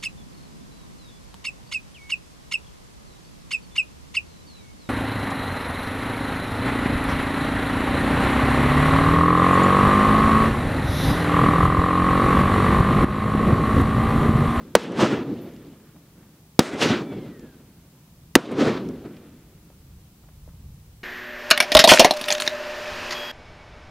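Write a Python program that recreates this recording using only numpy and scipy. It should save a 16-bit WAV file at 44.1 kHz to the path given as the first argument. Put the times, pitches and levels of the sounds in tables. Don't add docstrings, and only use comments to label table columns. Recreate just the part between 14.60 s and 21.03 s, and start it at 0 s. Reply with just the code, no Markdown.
import sys
import numpy as np
from scipy import signal
from scipy.fft import rfft, irfft, next_fast_len
from scipy.io import wavfile
from scipy.ndimage import uniform_filter1d

SR = 44100
rng = np.random.default_rng(int(sys.argv[2]) if len(sys.argv) > 2 else 0)


def dump(signal):
    limited = np.clip(np.atleast_2d(signal).T, -1, 1)
    pcm = np.round(limited * 32767).astype(np.int16)
    wavfile.write(sys.argv[1], SR, pcm)


def natural_amplitude(level_db):
    exponent = np.asarray(level_db, float) / 20
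    return 10 ** exponent


N = 283651
T = np.arange(N) / SR
FFT_SIZE = next_fast_len(N)
HZ = np.fft.rfftfreq(FFT_SIZE, 1 / SR) + 1

# t/s, level/dB, first lobe/ms, lobe stretch exponent/1, t60/ms
SHOCK_FRONTS = [
    (.1520, 22, .57, .80, 10),
    (1.9919, 24, .72, .53, 8),
    (3.7534, 12, .24, .97, 8),
    (3.7590, 16, .9, .68, 11.5),
]
JET_LEVELS = [13, 10, 12, -4]

# peak delay/s, swell t60/s, level/dB, fade t60/s, tilt/(dB per octave)
GROUND = [(.004, .03, -11, .095, -.4), (.035, .086, -34.7, .8, 2.3), (.172, .469, -26.3, .459, -1.8)]
ROCK_FACE = [(0.253, 0.117, -27.6, 0.535, 5.2), (0.295, 0.371, -28.0, 1.816, 2.5)]
FAR_SLOPES = [(0.262, 0.214, -16.1, 0.269, -2.2), (0.35, 0.345, -19.3, 0.74, -5.1),
              (0.528, 0.403, -25.7, 1.316, -7.0), (0.612, 2.011, -61.7, 3.279, 7.5),
              (0.86, 0.3, -50.6, 5.572, -7.1)]
# t/s, level/dB, face delay factor/1, slope delay factor/1, near tilt/(dB per octave)
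AIMS = [
    (-0.75, -1.3, 1.0, 0.985, -0.0),
    (0.152, -0.7, 1.007, 1.044, 0.4),
    (1.992, -2.2, 0.925, 0.974, 1.6),
    (3.753, -1.6, 1.003, 0.932, -0.1),
]
# t/s, level/dB, tilt/(dB per octave)
OUTCROPS = [(0.01, -37.6, -3.3), (0.315, -28.1, -4.9), (0.398, -19.6, -1.4), (0.434, -12.2, -2.9),
            (0.52, -30.8, 1.5), (0.7, -33.6, -6.3), (0.835, -35.4, -4.0), (2.135, -33.8, 2.1),
            (2.225, -36.2, 2.8), (2.258, -9.0, -6.0), (2.305, -13.9, -1.6), (2.41, -24.1, -2.6),
            (2.53, -33.3, -1.2), (2.84, -37.6, -7.6), (2.94, -47.9, -4.4), (3.92, -39.8, 1.5),
            (4.022, -8.7, -5.4), (4.075, -14.7, -1.1), (4.25, -34.5, -3.1), (4.3, -21.3, -8.1),
            (4.456, -31.0, -3.4)]
# f/Hz, level/(dB per Hz)
HILL_SPECTRUM = [(35.0, -52.0), (70.0, -23.0), (140.0, -6.6), (200.0, -4.2), (280.0, -1.8), (400.0, -3.7),
                 (600.0, -10.8), (850.0, -17.0), (1250.0, -17.2), (2000.0, -23.7), (3500.0, -28.9),
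                 (7000.0, -41.7), (12000.0, -54.5), (16000.0, -62.5)]

# t/s, f/Hz, level/dB
BULLET_WHINE = [
    (2.08, 1920, -62),
    (2.14, 2045, -45),
    (2.2, 2110, -45),
    (2.42, 2345, -54),
    (2.52, 2295, -56),
    (2.7, 1990, -60),
    (2.92, 1580, -65),
    (2.97, 1510, -74),
    (3.15, 1300, -78),
]
# t/s, peak level/dB, f/Hz, t60/s
GRIT_TICKS = [(.2344, -42, 7000, .012), (.3194, -46, 7000, 0.013), (0.739, -48, 3480, 0.011),
              (.8894, -52, 4500, .012), (.9358, -50, 4500, .012), (.9637, -46, 3800, .015),
              (2.793, -45, 3970, .02), (3.9151, -45, 7000, 0.013), (3.9265, -47, 8000, .012),
              (4.2877, -37, 3970, 0.01)]
# t/s, peak
# level/dB, f/Hz, t60/s
KNOCKS_AND_MURMURS = [(.391, -14, 600, 0.045), (4.565, -46, 2500, 0.045), (1.199, -49.5, 1150, 0.03),
                      (1.359, -48, 900, 0.054), (1.629, -50.5, 1150, .03), (4.45, -48, 2800, 0.056),
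                      (1.55, -45, 175, .7), (1.2, -55, 1050, 1.1), (1.55, -56, 1050, 1.1), (3.33, -60, 700, .6),
                      (4.456, -40, 795, 0.053), (5.1, -42, 394, 0.025), (5.634, -53, 650, 0.073),
                      (5.685, -47, 800, 0.045), (5.875, -42.5, 340, .05), (5.884, -50, 1030, 0.1),
                      (5.934, -58, 650, 0.04)]
# t/s, f/Hz, level/dB, t60/s
BRASS_RINGS = [
    (.814, 11343, -59, 0.44),
    (.814, 15019, -56, .3),
    (3.915, 8100, -54, 0.11),
    (.32, 5900, -48.5, 0.038),
]
# t/s, peak level/dB, f/Hz, t60/s
GUST_SLAPS = [(5.329, -41.5, 61, 0.11), (5.871, -36.5, 51.1, 0.13), (5.931, -38, 59.2, 0.069),
              (5.994, -37, 68, 0.11), (6.039, -38, 72, 0.12), (6.1, -44.5, 89, 0.12),
              (6.168, -38, 90.5, 0.19), (6.269, -41.5, 53.8, 0.15)]

# t/s, level/dB
WIND_STRENGTH = [(0, -55), (.3, -68), (.42, -55), (.7, -64), (1.0, -59), (1.28, -65), (1.65, -62),
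                 (2.2, -72), (2.8, -58), (3.45, -65), (3.65, -53), (3.87, -76), (4.2, -53), (4.8, -61),
                 (5.3, -53), (5.6, -61), (6.0, -47), (6.43, -53)]
# f/Hz, level/(dB per Hz)
GUST_SPECTRUM = [(15, -12.5), (30, -3.5), (60, 1.5), (90, -1.5), (150, -8.5), (220, -22), (400, -60)]
# f/Hz, level/(dB per Hz)
FLOOR_SPECTRUM = [(60, -14), (100, -4), (160, 4), (230, -8), (350, -15.5), (600, -20.5), (1000, -22.5),
                  (1600, -28.5), (3000, -28), (9000, -31), (16000, -28.5)]


def blast():
    gas_hz, gas_width_hz, gas_t60_s = 1900, 2600, .00823
    edges = [max(gas_hz - gas_width_hz / 2, 200), gas_hz + gas_width_hz / 2]
    gas_band = signal.butter(1, edges, "band", fs=SR, output="sos")
    out = np.zeros(N)
    t = T[:SR // 10]
    for (s, db, lobe_ms, stretch, t60_ms), jet_db in zip(SHOCK_FRONTS, JET_LEVELS):
        turns = (t * 1000 / lobe_ms) ** stretch
        front = -natural_amplitude(db) * np.sin(np.pi * turns) * fade(t, t60_ms / 1000)
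        jet = signal.sosfilt(gas_band, rng.standard_normal(len(t))) * fade(t - .0004, gas_t60_s)
        i = int(s * SR)
        out[i:i + len(t)] += front + natural_amplitude(jet_db) * 2.3 * jet
    return out


def roll(grain_db=1.48, flicker_db=1.9, lumps_db=1.1):
    grain = grain_db * rng.exponential(size=N) + walk(60)
    clicks = rng.standard_normal(N) * natural_amplitude(grain)
    spectrum = rfft(colour(clicks, HILL_SPECTRUM), FFT_SIZE)
    out = 0
    lumps = walk(30)
    for octave in np.arange(5.5, 14.1, .5):
        overlap = np.clip(1 - 2 * np.abs(np.log2(HZ) - octave), 0, 1)
        band = irfft(spectrum * overlap, FFT_SIZE)[:N]
        out = out + band * land(2 ** octave) * natural_amplitude(flicker_db * walk(25) + lumps_db * lumps)
    return out


def land(hz):
    ridge_s, ridge_t60_s = .415, .36
    outcrop_swell_s, outcrop_t60_s = .09, .13
    air_db_per_s = 47 * (hz / 10 ** 4) ** 1.39
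    octaves = max(np.log2(hz / 250), 0)
    clock = T[::64]
    power = 0
    for s, db, face_late, slope_late, tilt in AIMS:
        t = clock - s
        air_db = db - air_db_per_s * np.maximum(t, 0)
        ridge = fade(np.maximum(t - ridge_s * face_late, 0), ridge_t60_s)
        places = [(GROUND, 1, tilt, 1), (ROCK_FACE, face_late, tilt, ridge), (FAR_SLOPES, slope_late, 0, 1)]
        for rows, late, aim_tilt, gain in places:
            for delay, swell, row_db, t60, row_tilt in rows:
                u = t - delay * late
                shape = (t > 0) * fade(np.abs(u), np.where(u < 0, swell, t60))
                level_db = air_db + row_db + (aim_tilt + row_tilt) * octaves
                power = power + (natural_amplitude(level_db) * gain * shape) ** 2
    for s, db, tilt in OUTCROPS:
        shape = fade(np.abs(clock - s), np.where(clock < s, outcrop_swell_s, outcrop_t60_s))
        power = power + (natural_amplitude(db + tilt * octaves) * shape) ** 2
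    return np.interp(T, clock, np.sqrt(power))


def whine():
    hz, db = curve(BULLET_WHINE)
    on = (T > BULLET_WHINE[0][0]) & (T < BULLET_WHINE[-1][0])
    phase = 2 * np.pi * np.cumsum(hz * (1 + .004 * walk(70))) / SR
    near = np.exp(-((T - 2.5) / .12) ** 2)
    tone = np.sin(phase) + natural_amplitude(-3) * near * np.sin(3 * phase / 2)
    return np.sqrt(2) * on * tone * natural_amplitude(db - 3 + 2.5 * walk(30))


def debris():
    out = np.zeros(N + SR)
    t = T[:SR // 2]
    for s, db, hz, t60 in list(GRIT_TICKS) + list(KNOCKS_AND_MURMURS) + list(GUST_SLAPS):
        band = signal.butter(2, [hz / 1.6, hz * 1.7], "band", fs=SR, output="sos")
        attack = np.minimum(t / (0.057 * t60), 1)
        touch = signal.sosfilt(band, rng.standard_normal(len(t)) * fade(t, t60) * attack)
        i = int(s * SR)
        out[i:i + len(t)] += natural_amplitude(db) * touch / np.abs(touch).max()
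    for s, hz, db, t60 in BRASS_RINGS:
        out[:N] += natural_amplitude(db) * np.sin(2 * np.pi * hz * T) * fade(T - s, t60)
    return out[:N]


def wind():
    level_db = curve(WIND_STRENGTH)[0] + 2.6 + 2.8 * walk(18) + 3 * walk(6)
    return colour(rng.standard_normal(N), GUST_SPECTRUM) * natural_amplitude(level_db)


def floor():
    floor_db, side_db, duck_db, duck_s = -53, -62.5, -12.5, .24
    duck = sum((T > s) * np.clip(1.5 - ((T - s) / duck_s) ** 3, 0, 1) for s, *_ in SHOCK_FRONTS[:3])
    side_spectrum = [(100, -13.5), (1000, -1), (5000, -1), (16000, -3.0)]  # f/Hz, level/(dB per Hz)
    mid = colour(rng.standard_normal(N), FLOOR_SPECTRUM) * natural_amplitude(floor_db)
    side = colour(rng.standard_normal(N), side_spectrum) * natural_amplitude(side_db)
    return natural_amplitude(duck_db * duck) * (mid + side * np.array([[1], [-1]]))


def colour(x, shape):
    hz, db = np.transpose(shape)
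    gain = natural_amplitude(np.interp(np.log(HZ), np.log(hz), db, left=-90))
    y = irfft(rfft(x, FFT_SIZE) * gain, FFT_SIZE)[:N]
    return y / np.std(y)


def walk(rate):
    k = int(SR / rate)
    held = np.repeat(rng.standard_normal(N // k + 1), k)
    return 0.98 * uniform_filter1d(uniform_filter1d(held, k), k)[:N]


def fade(t, t60):
    return (t >= 0) * np.exp(-np.log(1000) * np.maximum(t, 0) / t60)


def curve(table):
    s, *columns = np.transpose(table)
    return [np.interp(T, s, c) for c in columns]


def scene():
    return blast() + roll() + whine() + debris() + wind() + floor()


def low_pass(x):
    return signal.sosfilt(signal.butter(12, 16270, fs=SR, output="sos"), x)


def record(dry):
    flat = dry / (1 + np.abs(dry) ** 6) ** (1 / 6)
    flat = signal.sosfilt(signal.butter(1, 28, "high", fs=SR, output="sos"), flat)
    flat = signal.sosfilt(signal.ellip(8, .2, 50, 15700, fs=SR, output="sos"), flat)
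    return low_pass(np.clip(flat, -1, 1))


dry = scene()
out = record(dry)
dump(out)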